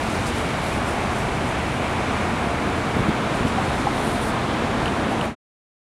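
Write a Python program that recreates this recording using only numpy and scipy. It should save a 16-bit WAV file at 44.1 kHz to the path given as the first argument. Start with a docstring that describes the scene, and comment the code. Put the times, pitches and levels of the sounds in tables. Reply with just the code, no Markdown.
"""Far city traffic at night, heard through a hand-held phone: shaped noise bands, engine notes and slow swells.
A motor hums and whines faintly nearby: sines that waver with its speed.
A hand rustles over the phone (grainy noise through cavities), bumps it (short pushes and a dull shudder),
and knocks and ticks its case (dying modes). At the end the sound fades quickly to silence."""
import sys
import numpy as np
from scipy import signal
from scipy.fft import rfft, irfft, next_fast_len
from scipy.io import wavfile
from scipy.ndimage import uniform_filter1d

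SR = 44100
rng = np.random.default_rng(int(sys.argv[2]) if len(sys.argv) > 2 else 0)


def log_audio(samples):
    """Write samples as a 16-bit WAV file to the path given in sys.argv[1]."""
    # one column per channel
    frames = np.atleast_2d(samples).T
    # limit to full scale, then quantise
    limited = np.clip(frames, -1, 1)
    pcm = np.round(limited * 32767).astype(np.int16)
    wavfile.write(sys.argv[1], SR, pcm)


N = 263277
TIME_S = np.arange(N) / SR


def undb(db):
    """Amplitude factor of a level in dB."""
    return 10 ** (np.asarray(db) / 20)


def level(x, db):
    """Scales x by its RMS, so that unit RMS would stand at db."""
    return x * undb(db) / np.sqrt(np.mean(x ** 2))


def walk(rate_hz):
    """Random levels held 1 / rate_hz and slewed twice; spread near 1."""
    hold = int(SR / rate_hz)
    steps = np.repeat(rng.standard_normal(N // hold + 1), hold)
    return 1.3 * uniform_filter1d(uniform_filter1d(steps, hold), hold)[:N]


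def resonance(x, hz, width_hz):
    """One resonant mode: a two-pole peak of unit gain."""
    return signal.lfilter(*signal.iirpeak(hz, hz / width_hz, fs=SR), x)


def double_resonance(x, hz, width_hz):
    """Two equal modes in series: steeper skirts."""
    return resonance(resonance(x, hz, width_hz), hz, width_hz)


def add(out, start_s, sound):
    """Mixes a short sound into out."""
    start = int(start_s * SR)
    out[start:start + len(sound)] += sound


def ring(hz, t60_s, rise_s):
    """One mode: linear rise, then exponential decay."""
    t = np.arange(int(2 * t60_s * SR)) / SR
    rise = np.minimum(t / rise_s, 1)
    decay = undb(-60 * np.maximum(t - rise_s, 0) / t60_s)
    return np.sin(2 * np.pi * hz * t) * rise * decay


def traffic(swell_db=0.29, flicker_db=0.48):
    """Countless far vehicles: octave bands of noise that swell together and flicker alone."""
    # Rumble, drone, roar, hiss. 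Each row: level at the start in dB, drift in dB per s.
    layer_levels = [(-33, -.5), (-30.5, 0.63), (-27.5, 0.1135), (-36, -0.13)]
    # Spectrum of the noise. Each row: frequency in Hz, density in dB per Hz relative within its layer.
    city = [(24, -11), (48, -7.5), (70, 0.5), (102, -6), (240, -2), (535, -8), (707, -6), (1800, -14),
            (2500, -16), (3600, -21.5), (5000, -29), (9500, -33.5), (10800, -37.5), (13500, -61)]
    # Edges between the four layers in Hz.
    edges_hz = [120, 480, 1920]
    size = next_fast_len(N)
    octave = np.log2(np.maximum(np.fft.rfftfreq(size, 1 / SR), 1))
    hz, density_db = np.transpose(city)
    spectrum_db = np.interp(octave, np.log2(hz), density_db, right=-90)
    noise = rfft(rng.standard_normal(size)) * undb(spectrum_db)
    layers = np.zeros((len(edges_hz) + 1, N))
    swell = swell_db * walk(5.8)
    for centre in np.log2(edges_hz[0]) + np.arange(-2.5, 8):
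        share = np.clip(1 - np.abs(octave - centre), 0, 1)  # overlapping triangles
        band = irfft(noise * share, size)[:N] * undb(swell + flicker_db * walk(9))
        layers[np.searchsorted(edges_hz, 2 ** centre)] += band
    return sum(level(layer, db + drift_db_s * TIME_S)
               for layer, (db, drift_db_s) in zip(layers, layer_levels))


def drones():
    """Idling engines out of the rumble: each note a narrow, wavering band of noise."""
    # Each row: frequency in Hz, width in Hz, level in dB.
    engine_notes = [(39.7, 8, -43.5), (87.8, 8.4, -38.5), (138.7, 8.5, -38), (170.5, 24, -45.5),
                    (213.6, 7.2, -37.5), (231.2, 3.5, -40.5), (324, 16, -44.5), (698, 13, -43.5)]
    return sum(level(resonance(rng.standard_normal(N), hz, width_hz), db)
               for hz, width_hz, db in engine_notes)


def swells():
    """Noise bands that swell and fade: bands of the roar, and hiss near 2.4 and 3.6 kHz."""
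    # Each row: peak in s, time to half power in s, centre in Hz, width of each resonance in Hz,
    # level at the peak in dB.
    swell_bands = [(0, .5, 3700, 1400, -45), (1.8, 1.5, 2400, 800, -41.5), (2.6, .4, 290, 120.6, -35.5),
                   (2.9, .6, 1108, 893, -33.5), (4.1, .7, 3600, 1400, -43)]
    out = np.zeros(N)
    for peak_s, half_s, hz, width_hz, db in swell_bands:
        band = level(double_resonance(rng.standard_normal(N), hz, width_hz), db)
        out += band / np.hypot(1, (TIME_S - peak_s) / half_s)
    return out


def motor(waver=.0004, beat_db=1.5, fade_start_s=3, fade_db_s=-4.5):
    """Fan hum and a thin whine with side tones about a shaft turn apart; one speed wavers all."""
    # Hum first, then the whine. Each row: frequency in Hz, level in dB.
    partials = [(119.5, -38), (2102, -52.5), (2160, -51), (2190, -51), (2218, -58), (2277, -47.5),
                (2307, -59.5), (2336, -52), (2373, -57), (2403, -57.5)]
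    running_s = np.cumsum(1 + waver * walk(2.017)) / SR  # time stretched by the speed
    tones = []
    for hz, db in partials:
        amplitude = np.sqrt(2) * undb(db + beat_db * walk(1.7))
        tones.append(amplitude * np.sin(2 * np.pi * (hz * running_s + rng.random())))
    hum, *whine = tones
    return hum + sum(whine) * undb(fade_db_s * np.maximum(TIME_S - fade_start_s, 0))


def rustle(grain_db=1.5, drift_db=1.5):
    """Skin on the case: grainy friction noise in small cavities that ring more or less as the grip shifts."""
    # Each row: peak in s, peak level in dB at the tilt pivot, rise in ms, fall in ms,
    # brightness in dB per octave.
    strokes = [(.03, -47, 30, 250, -1), (.15, -44.5, 100, 170, -1), (.28, -37, 50, 50, -0.5),
               (.37, -41, 70, 150, .1), (.65, -42, 60, 150, 1.5), (.75, -44, 100, 60, .1),
               (.885, -43, 60, 90, .1), (1.19, -43.5, 100, 120, 0.5), (1.49, -45, 60, 60, -3),
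               (3.35, -46, 20, 130, 1), (3.48, -44, 20, 60, -1.5), (3.8, -47, 430, 110, -1.5),
               (4.07, -41, 220, 250, 5), (4.235, -41, 40, 40, 3), (4.3, -41.5, 150, 20, 5),
               (5.125, -43.5, 36, 30, 1.5), (5.25, -45, 37, 30, 6)]
    # Each row: frequency in Hz, width of each resonance in Hz, relative gain in dB.
    cavity_modes = [(5500, 3900, -4), (7600, 910, -4), (9030, 1200, -1.8), (10250, 2200, -7),
                    (13100, 1200, -17.5), (14300, 1500, -24)]
    grip_db, grip_drift_db_s = -48.5, -2  # faint rubbing of the resting hand
    tilt_pivot_hz = 9000
    grain = undb(grain_db * walk(300))
    cavities = []
    for hz, width_hz, db in cavity_modes:
        gain = undb(db + drift_db * walk(5))
        cavities.append(gain * double_resonance(grain * rng.standard_normal(N), hz, width_hz))
    out = np.zeros(N)
    for (hz, _, _), cavity in zip(cavity_modes, cavities):
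        power = undb(grip_db + grip_drift_db_s * TIME_S) ** 2
        for peak_s, db, rise_ms, fall_ms, tilt_db in strokes:
            corners_s = [peak_s - rise_ms / 1000, peak_s, peak_s + fall_ms / 1000]
            shape = np.interp(TIME_S, corners_s, [0, 1, 0])
            power = power + (undb(db + tilt_db * np.log2(hz / tilt_pivot_hz)) * shape) ** 2
        out += cavity * np.sqrt(power)
    return out / np.std(sum(cavities))


def bumps():
    """Soft bumps: each pushes the microphone, which resonates, and the body shudders dully."""
    # Each row: start in s, height in dB before the bass cut, push length in ms, direction +-1.
    pushes = [(2.471, -12.5, 2.8, -1), (2.672, -11.5, 2.1, -1), (2.781, -15.5, 3.4, 1),
              (2.9654, -7.5, 1.8, -1), (2.989, -12, 6.1, 1), (3.003, -16, 4.9, -1), (3.084, -10, 3.5, 1),
              (3.092, -13, 2.9, -1), (3.222, -16.5, 3.5, -1), (3.406, -12, 3.5, 1), (3.449, -8.5, 4.3, -1)]
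    cut_hz, mode_hz, mode_width_hz = 85, 148, 91
    shake_hz, shake_width_hz, shake_t60_s = 240, 250, 0.23
    shake_db = -15.5  # relative to the push height
    push, shake = np.zeros(N), np.zeros(N)
    decay_db = -60 * np.arange(int(shake_t60_s * SR)) / SR / shake_t60_s
    for start_s, db, length_ms, sign in pushes:
        add(push, start_s, np.sign(sign) * undb(db) * np.hanning(int(length_ms * SR / 1000)))
        add(shake, start_s, undb(db + shake_db + decay_db))
    push = signal.sosfilt(signal.butter(1, cut_hz, "high", fs=SR, output="sos"), push)
    shudder = level(double_resonance(rng.standard_normal(N), shake_hz, shake_width_hz), 0)
    return push + resonance(push, mode_hz, mode_width_hz) + shake * shudder


def ticks():
    """Ticks of the case: each rings all its short, high modes."""
    # Each row: start in s, level in dB.
    hits = [(3.473, -24), (4.8576, -14.5), (4.8796, -16.5), (5.212, -14.5)]
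    # Each row: mode frequency in Hz, relative level in dB, t60 in s.
    case_modes = [(2960, 0, 0.0067), (3750, -9, 0.005), (7400, -24.5, .006), (8700, -20, 0.0058),
                  (10050, -23, .007), (13500, -36, .003)]
    out = np.zeros(N)
    for start_s, db in hits:
        for hz, mode_db, t60_s in case_modes:
            add(out, start_s, undb(db + mode_db) * ring(hz, t60_s, rise_s=0.00073))
    return out


def knocks():
    """Hollow knocks: a low mode and a weaker overtone die together."""
    # Each row: start in s, level of the low mode in dB, pitch in Hz, rise in ms.
    hits = [(3.572, -16.5, 766, 14), (3.868, -10.5, 825, 3), (4.065, -29, 845, 4)]
    t60_s, overtone_ratio, overtone_db = .055, 1.3, -8
    out = np.zeros(N)
    for start_s, db, hz, rise_ms in hits:
        rise_s = rise_ms / 1000
        add(out, start_s, undb(db) * ring(hz, t60_s, rise_s))
        add(out, start_s, undb(db + overtone_db) * ring(overtone_ratio * hz, t60_s, rise_s))
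    return out


def scene():
    """Sums all sources into one channel."""
    street = traffic() + drones() + swells()
    handling = rustle() + bumps() + ticks() + knocks()
    return (street + motor() + handling)[None]


def record(dry):
    """The phone adds its own hiss and cuts deep bass and the top; the sound then fades to silence."""
    self_noise_db, bass_hz, top_hz = -62.5, 32, 15730
    fade_start_s, fade_end_s, fade_bend = 5.255, 5.352, 1.07
    x = dry + level(rng.standard_normal(N), self_noise_db)
    x = signal.sosfilt(signal.butter(4, bass_hz, "high", fs=SR, output="sos"), x)
    x = signal.sosfilt(signal.ellip(14, .3, 60, top_hz, fs=SR, output="sos"), x)
    left = np.clip((fade_end_s - TIME_S) / (fade_end_s - fade_start_s), 0, 1)
    return x * left ** fade_bend


dry = scene()
out = record(dry)
log_audio(out)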